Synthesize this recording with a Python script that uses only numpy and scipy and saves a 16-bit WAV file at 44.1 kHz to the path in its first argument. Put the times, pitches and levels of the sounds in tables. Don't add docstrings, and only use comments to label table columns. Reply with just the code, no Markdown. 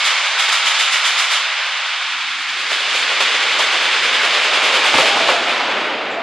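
import sys
import numpy as np
from scipy import signal
from scipy.fft import rfft, irfft, next_fast_len
from scipy.io import wavfile
from scipy.ndimage import uniform_filter1d, minimum_filter1d

SR = 44100
rng = np.random.default_rng(int(sys.argv[2]) if len(sys.argv) > 2 else 0)


def write(x):
    x = np.atleast_2d(x).T
    wavfile.write(sys.argv[1], SR, np.round(np.clip(x, -1, 1) * 32767).astype(np.int16))


N = 274302
TIME = np.arange(N) / SR
FFT_SIZE = next_fast_len(N + 8192)
FREQS = np.arange(FFT_SIZE // 2 + 1) * SR / FFT_SIZE

# (frequency [Hz], level [dB])
CRACK_SPECTRUM = [(40.0, -34), (150.0, -39), (500.0, -15.5), (1500.0, 2.5), (3500.0, 6.5), (6000.0, -5),
                  (9000.0, -15), (12000.0, -26.5), (15000.0, -58)]


def from_db(db):
    return 10 ** (np.asarray(db) / 20)


def at_time(rows, s):
    times, *columns = np.transpose(rows)
    return np.array([np.interp(s, times, c) for c in columns])


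def at_hz(rows, hz):
    points, *columns = np.transpose(rows)
    return np.array([np.interp(np.log(hz + 1), np.log(points), c) for c in columns])


def filtered(x, response):
    return irfft(rfft(x, FFT_SIZE) * response, FFT_SIZE)[..., :N]


def coloured(x, spectrum):
    return filtered(x, from_db(at_hz(spectrum, FREQS)[0]))


def resonant(x, resonances):
    gain_db = sum(db * np.exp(-((FREQS - hz) / width_hz) ** 2) for hz, width_hz, db in resonances)
    return filtered(x, from_db(gain_db))


def scatter(per_s, spread_db):
    arrives = rng.random((2, N)) < per_s / SR
    sizes = from_db(spread_db * np.clip(rng.standard_normal((2, N)), -2, 2))
    fronts = arrives * sizes * rng.choice([-1, 1], (2, N))
    return fronts / fronts.std() * np.sqrt(SR / 2)


def swells(times, levels_db, rise_s, decay_s):
    age = TIME[:SR // 2]
    shape = (1 - np.exp(-(age / rise_s) ** 2)) * np.exp(-age / decay_s)
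    power = np.zeros(N)
    for s, db in zip(times, levels_db):
        start = int(np.clip(s * SR, 0, N - 1))
        power[start:start + len(shape)] += (from_db(db) * shape[:N - start]) ** 2
    return np.sqrt(power)


def far_rattle(nominal_per_s, uneven_db, decay_s, guns=4):
    rates = nominal_per_s * np.linspace(.75, 1.3, guns)[:, None]
    times = ((np.arange(160) + rng.random((guns, 1))) / rates).ravel()
    levels = uneven_db * rng.standard_normal(len(times))
    heard = times < TIME[-1]
    envelope = swells(times[heard], levels[heard], rise_s=0.0024, decay_s=decay_s)
    return envelope / np.sqrt(np.mean(envelope ** 2))


def roar(rattle_share, hollow_octaves, frame=2048):
    # (frequency [Hz], level [dB])
    spectrum = [(40.0, -62), (90.0, -48), (150.0, -30.5), (230.0, -19.5), (380.0, -10.5), (520.0, -6),
                (800.0, -3.5), (1300.0, 0), (2300.0, -1), (3600.0, -0.67), (5700.0, -11), (7500.0, -21),
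                (10000.0, -32.5), (15000.0, -71)]
    # (time [s], level [dB])
    bass = [(0, -63), (1.2, -62.5), (2.04, -68), (2.09, -62), (3.2, -53), (4.3, -51), (4.9, -46),
            (5.15, -38), (5.45, -42.5), (5.8, -38.5), (6.22, -41)]
    low_mid = [(0, -56.5), (1.2, -57), (2.1, -63), (2.53, -64), (2.57, -64), (3.1, -60.5), (4.0, -55.5),
               (4.7, -48), (5.2, -45.5), (5.7, -46), (6.22, -45.5)]
    high_mid = [(0, -51.5), (0.35, -52.5), (0.6, -51.5), (1.3, -53), (1.55, -53.5), (2.4, -56.5),
                (3.2, -51), (4.85, -51), (5.3, -51.5), (5.42, -55.5), (5.55, -53), (6.22, -60)]
    treble = [(0, -50), (0.36, -52.5), (0.6, -51), (1.36, -51.5), (1.5, -57), (2.5, -58), (2.9, -52.5),
              (5.3, -51.5), (5.42, -56), (5.55, -56), (6.22, -74)]
    # (frequency [Hz], weights of bass, low mid, high mid, treble [0-1])
    weights = [(60, .4, 0, 0, .6), (130, 1, 0, 0, 0), (250, 1, 0, 0, 0), (560, 0, 1, 0, 0),
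               (1100, 0, .25, .75, 0), (2600, 0, 0, 1, 0), (7500, 0, 0, 0, 1)]
    # (time [s], centre [Hz], depth [dB])
    wind_filter_dip = [(0, 348, 8), (2.04, 343, 12.5), (2.08, 506, 15), (2.53, 480, 10), (2.56, 560, 0.5),
                       (3.6, 660, -2), (4.4, 420, 0.5), (6.2, 403, 4)]
    rattle = far_rattle(nominal_per_s=11.0, uneven_db=3.0, decay_s=0.044)
    wash = scatter(per_s=14000, spread_db=1.0) * np.sqrt(1 - rattle_share + rattle_share * rattle ** 2)
    hz, s, frames = signal.stft(wash, SR, nperseg=frame)
    registers_db = np.vstack([at_time(curve, s) for curve in (bass, low_mid, high_mid, treble)])
    level_db = at_hz(spectrum, hz).T + at_hz(weights, hz).T @ registers_db
    centre_hz, depth_db = at_time(wind_filter_dip, s)
    hollow_db = depth_db * np.exp(-(np.log2((hz[:, None] + 1) / centre_hz) / hollow_octaves) ** 2)
    return signal.istft(frames * from_db(level_db - hollow_db), SR, nperseg=frame)[1][:, :N]


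def echo_tones(width_hz):
    # (time [s], frequency [Hz], glide [octaves/s], level [dB], decay [s])
    tones = [(0, 2210, -0.024, -22.5, 0.17), (0.39, 2200, -0.1, -23, 0.09), (3.09, 527, 0.043, -29, 0.088),
             (4.995, 562, -0.076, -20, 0.055), (5.015, 646, 0.031, -17, 0.07), (5.1, 803, 0.082, -22, 0.13),
             (5.145, 605, 0.3, -23, 0.07), (5.19, 656, 0.6, -17, 0.081), (5.286, 522, -0.079, -11.5, 0.03),
             (5.322, 698, -0.74, -12, 0.05), (5.385, 650, -0.5, -25, 0.04), (5.465, 718, -1.3, -17, 0.035),
             (6.16, 676, 0.054, -17.5, 0.053)]
    ringing = np.zeros(N)
    for s, hz, glide, db, decay_s in tones:
        pitch = hz * 2 ** (glide * np.clip(TIME - s, 0, .5))
        waver = rng.standard_normal(N) * np.sqrt(2 * np.pi * width_hz / SR)
        phase = np.cumsum(2 * np.pi * pitch / SR + waver)
        ringing += np.sin(phase) * swells([s], [db], rise_s=0.01, decay_s=decay_s)
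    return signal.sosfilt(signal.butter(2, [400, 2600], "band", fs=SR, output="sos"), ringing)


def bright_rounds(cycle_s=0.13):
    # (first round [s], trigger released [s])
    bursts = [(0.03, 0.1), (0.368, 0.56), (0.64, 1.35)]
    return np.concatenate([np.arange(start, stop, cycle_s) for start, stop in bursts])


def bright_gun(repeat_share, crack_db=-49, sizzle_db=-62, sizzle_lag_s=0.018):
    # (frequency [Hz], width [Hz], gain [dB])
    resonances = [(1320, 100, 6), (1590, 120, -8), (2120, 45, 1.5), (2240, 55, -4), (2560, 240, -5),
                  (3080, 55, 4), (3250, 55, 1.5), (4400, 260, -7)]
    # (frequency [Hz], level [dB])
    sizzle_spectrum = [(1000, -22), (4000, 10), (7000, 1), (10000, -9), (13000, -23), (15000, -28)]
    times = bright_rounds()
    impulses = np.zeros(N)
    impulses[(times * SR).astype(int)] = 1
    smear = swells([0], [crack_db], rise_s=0.029, decay_s=0.058)
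    same_paths = filtered(scatter(per_s=15000, spread_db=1.0) * smear, rfft(impulses, FFT_SIZE))
    echo_power = np.abs(filtered(impulses, rfft(smear ** 2, FFT_SIZE)))
    new_paths = scatter(per_s=12000, spread_db=4.5) * np.sqrt(echo_power)
    crack = np.sqrt(repeat_share) * same_paths + np.sqrt(1 - repeat_share) * new_paths
    sizzle = scatter(per_s=4000, spread_db=7.0)
    sizzle *= swells(times + sizzle_lag_s, [sizzle_db] * len(times), rise_s=0.0072, decay_s=0.017)
    return resonant(coloured(crack, CRACK_SPECTRUM), resonances) + coloured(sizzle, sizzle_spectrum)


def booms(afterring_db=-13, bright_thud_db=-79.5, bright_lag_s=0.0061):
    # (time [s], thud [dB], punch [dB], crack [dB], decay of punch and crack [s])
    reports = [(0.486, -80, -63, -50.5, 0.013), (0.635, -79, -64, -66, 0.012),
               (0.786, -86, -67, -59, 0.014), (1.189, -85, -72, -58, 0.012), (3.202, -73, -51, -52.5, 0.02),
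               (3.589, -76, -52, -53.5, 0.016), (4.938, -51, -51, -57.5, 0.014),
               (4.981, -57, -42.5, -52, 0.02), (5.287, -67, -46, -58, 0.019)]
    # (frequency [Hz], level [dB])
    thud_spectrum = [(35.0, -23), (70.0, -16), (115.0, 0.5), (200.0, 7), (400.0, 6.5), (900.0, -11),
                     (3000.0, -44)]
    punch_spectrum = [(100.0, -39), (300.0, -11), (420, 2), (530, 10), (720, 3), (890, 12), (1020, 8.5),
                      (1150.0, 9), (2500.0, -17), (6000.0, -40), (15000.0, -42)]
    ring_spectrum = [(200, -44), (430, -3), (620, 3), (700, 2), (830, -5), (1100, -9), (3000, -47)]
    times, thud_db, punch_db, crack_db, decays_s = np.transpose(reports)
    thuds = [*zip(times, thud_db)] + [(s + bright_lag_s, bright_thud_db) for s in bright_rounds()]
    thud = scatter(per_s=2000, spread_db=3.5) * swells(*np.transpose(thuds), rise_s=0.0068, decay_s=0.027)
    envelopes = np.array([swells([s], [0], rise_s=0.0031, decay_s=d) for s, d in zip(times, decays_s)])
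    punch = scatter(per_s=2300, spread_db=2.0) * (from_db(punch_db) @ envelopes)
    crack = scatter(per_s=11000, spread_db=6.5) * (from_db(crack_db) @ envelopes)
    ring = scatter(per_s=2500, spread_db=4.5)
    ring *= swells(times, punch_db + afterring_db, rise_s=0.044, decay_s=0.15)
    return (coloured(thud, thud_spectrum) + coloured(punch, punch_spectrum)
            + coloured(crack, CRACK_SPECTRUM) + coloured(ring, ring_spectrum))


def deep_guns(start_s=1.532, stop_s=5.08, cycle_s=0.1028, jitter_s=0.0055, uneven_db=0.8):
    # (time [s], crack [dB], muzzle blast [dB])
    single_shots = [(0.225, -58, -70), (2.685, -51.5, -52), (2.918, -51.5, -52), (3.185, -54, -50.5),
                    (3.572, -53, -50), (4.0, -58, -64), (4.625, -55, -50), (4.825, -57, -56),
                    (4.955, -45, -56), (5.165, -56.5, -49.5), (5.259, -50.5, -46), (5.45, -58, -47.5),
                    (5.775, -68, -58)]
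    crescendo = [(1.53, -74, -68), (2.0, -67, -75), (2.48, -60.5, -88), (2.6, -59, -61),
                 (3.05, -57.5, -50.5), (4.5, -52.5, -45), (4.85, -48.5, -44)]
    # (frequency [Hz], level [dB])
    blast_spectrum = [(40.0, -54), (100.0, -28), (150.0, -35), (300.0, -15), (500.0, -1), (1200.0, -8.5),
                      (3000.0, 0.5), (6000.0, -28.5), (15000.0, -53)]
    cycles = np.arange(start_s, stop_s, cycle_s)
    deviations = rng.standard_normal((len(cycles), 2)) * [jitter_s, uneven_db]
    burst = [(s + late, *(at_time(crescendo, s) + db)) for s, (late, db) in zip(cycles, deviations)]
    times, crack_db, blast_db = np.transpose(burst + single_shots)
    crack = scatter(per_s=12000, spread_db=4.0) * swells(times, crack_db, rise_s=0.033, decay_s=0.05)
    blast = scatter(per_s=2500, spread_db=6.5) * swells(times, blast_db, rise_s=0.031, decay_s=0.063)
    return coloured(crack, CRACK_SPECTRUM) + coloured(blast, blast_spectrum)


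def bullet_snaps():
    # (time [s], level [dB])
    shocks = [(0.488, -6), (1.2, 0), (2.731, 1), (2.968, -5), (3.224, -3), (3.612, 5), (3.856, 5),
              (4.939, -8), (5.243, 0), (5.308, -10)]
    # (frequency [Hz], level [dB])
    spectrum = [(100, -16), (500, -19), (2500, 6), (4000, 16), (6000, -18), (9000, -18), (12000, -34),
                (15000, -50)]
    fronts = np.zeros((2, N))
    for s, db in shocks:
        fronts[0, int(s * SR)] = from_db(db)
    return coloured(fronts, spectrum)


def rifle_pops():
    # (time [s], thump [dB], crack [dB])
    shots = [(1.655, -68, -62), (2.661, -72, -65), (2.712, -55, -65), (2.946, -52, -64), (3.02, -64, -60),
             (3.112, -52.5, -63), (3.219, -61, -57), (3.738, -56, -67), (3.815, -52, -64),
             (3.847, -66, -57), (4.143, -57, -59), (4.245, -51, -57), (4.657, -50, -63), (5.168, -48, -62),
             (5.602, -47, -68)]
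    # (frequency [Hz], level [dB])
    thump_spectrum = [(40, -62), (100, -46), (250, -21), (450, -2), (750, 5.5), (1300, 1), (3000, -12),
                      (8000, -48)]
    times, thump_db, crack_db = np.transpose(shots)
    thump = scatter(per_s=3000, spread_db=3.0) * swells(times, thump_db, rise_s=0.0033, decay_s=0.011)
    crack = scatter(per_s=5000, spread_db=4.0) * swells(times, crack_db, rise_s=0.0043, decay_s=0.016)
    return coloured(thump, thump_spectrum) + coloured(crack, CRACK_SPECTRUM)


def thin_hiss(start_s=6.09, level_db=-71):
    # (frequency [Hz], level [dB])
    spectrum = [(3000, -30), (6000, -1), (7500, 5), (9000, -21), (13000, -20), (15000, -32)]
    envelope = swells([start_s], [level_db], rise_s=0.035, decay_s=0.032)
    return coloured(scatter(per_s=7700, spread_db=4.0) * envelope, spectrum)


def two_ports(mid, diffuse, treble_hz, fade_s=0.004):
    # (frequency [Hz], right lean [ratio], left lead [ratio])
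    bearing = [(1000, .2, 0.1), (2200, 0.28, 0.03), (4000, 0.48, -.05), (5400, .5, 0), (6300, .32, .3),
               (9000, 0.29, .4), (12000, 0.14, .15), (14500, .06, .05)]
    # (frequency [Hz], side relative to mid [dB])
    side_spectrum = [(60, -14), (200, -52), (550, -84), (1100, -42.5), (2400, -20.5), (3400, -16.5),
                     (4400, -9.5), (6000, -2.5), (8100, -3), (10500, -0.5), (14000, 6)]
    # (time [s], side gain [dB])
    treble_spread = [(0, 4.5), (1.7, 4.5), (2.6, 0), (3.4, -0.5), (5.2, -10), (6.2, -30)]
    lean, lead = at_hz(bearing, FREQS)
    incoherent = np.sqrt(np.clip(1 - lean ** 2 - lead ** 2, 0, 1))
    width = from_db(at_hz(side_spectrum, FREQS)[0])
    soft_ends = np.minimum(1, np.minimum(TIME, TIME[::-1]) / fade_s)
    side = filtered(mid * soft_ends, width * (1j * lead - lean))
    side += filtered(diffuse * soft_ends, width * incoherent)
    treble = filtered(side, FREQS ** 4 / (FREQS ** 4 + treble_hz ** 4))
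    side += treble * (from_db(at_time(treble_spread, TIME)[0]) - 1)
    return np.array([mid + side, mid - side])


def limiter(x, ceiling=0.93, window=64):
    gain = np.minimum(1, ceiling / (np.abs(x).max(axis=0) + 1e-9))
    return x * uniform_filter1d(minimum_filter1d(gain, 2 * window), window)


def scene():
    guns = bright_gun(repeat_share=0.17) + deep_guns() + booms() + rifle_pops() + bullet_snaps()
    mid, diffuse = guns + roar(rattle_share=0.15, hollow_octaves=0.48) + thin_hiss()
    return two_ports(mid + echo_tones(width_hz=5.0), diffuse, treble_hz=5860)


def record(dry):
    # (frequency [Hz], width [Hz], gain [dB])
    housing = [(685, 54, -1), (1460, 120, 0.7), (1900, 180, -0.5), (2270, 250, 2.5), (2720, 86, 1.1),
               (3400, 270, 0), (4150, 430, -2), (5100, 500, -0.5), (5760, 510, -4), (8100, 360, 1.3)]
    low_pass = signal.ellip(10, .1, 80, 15400, fs=SR, output="sos")
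    return signal.sosfilt(low_pass, limiter(resonant(dry, housing)))


dry = scene()
out = record(dry)
write(out)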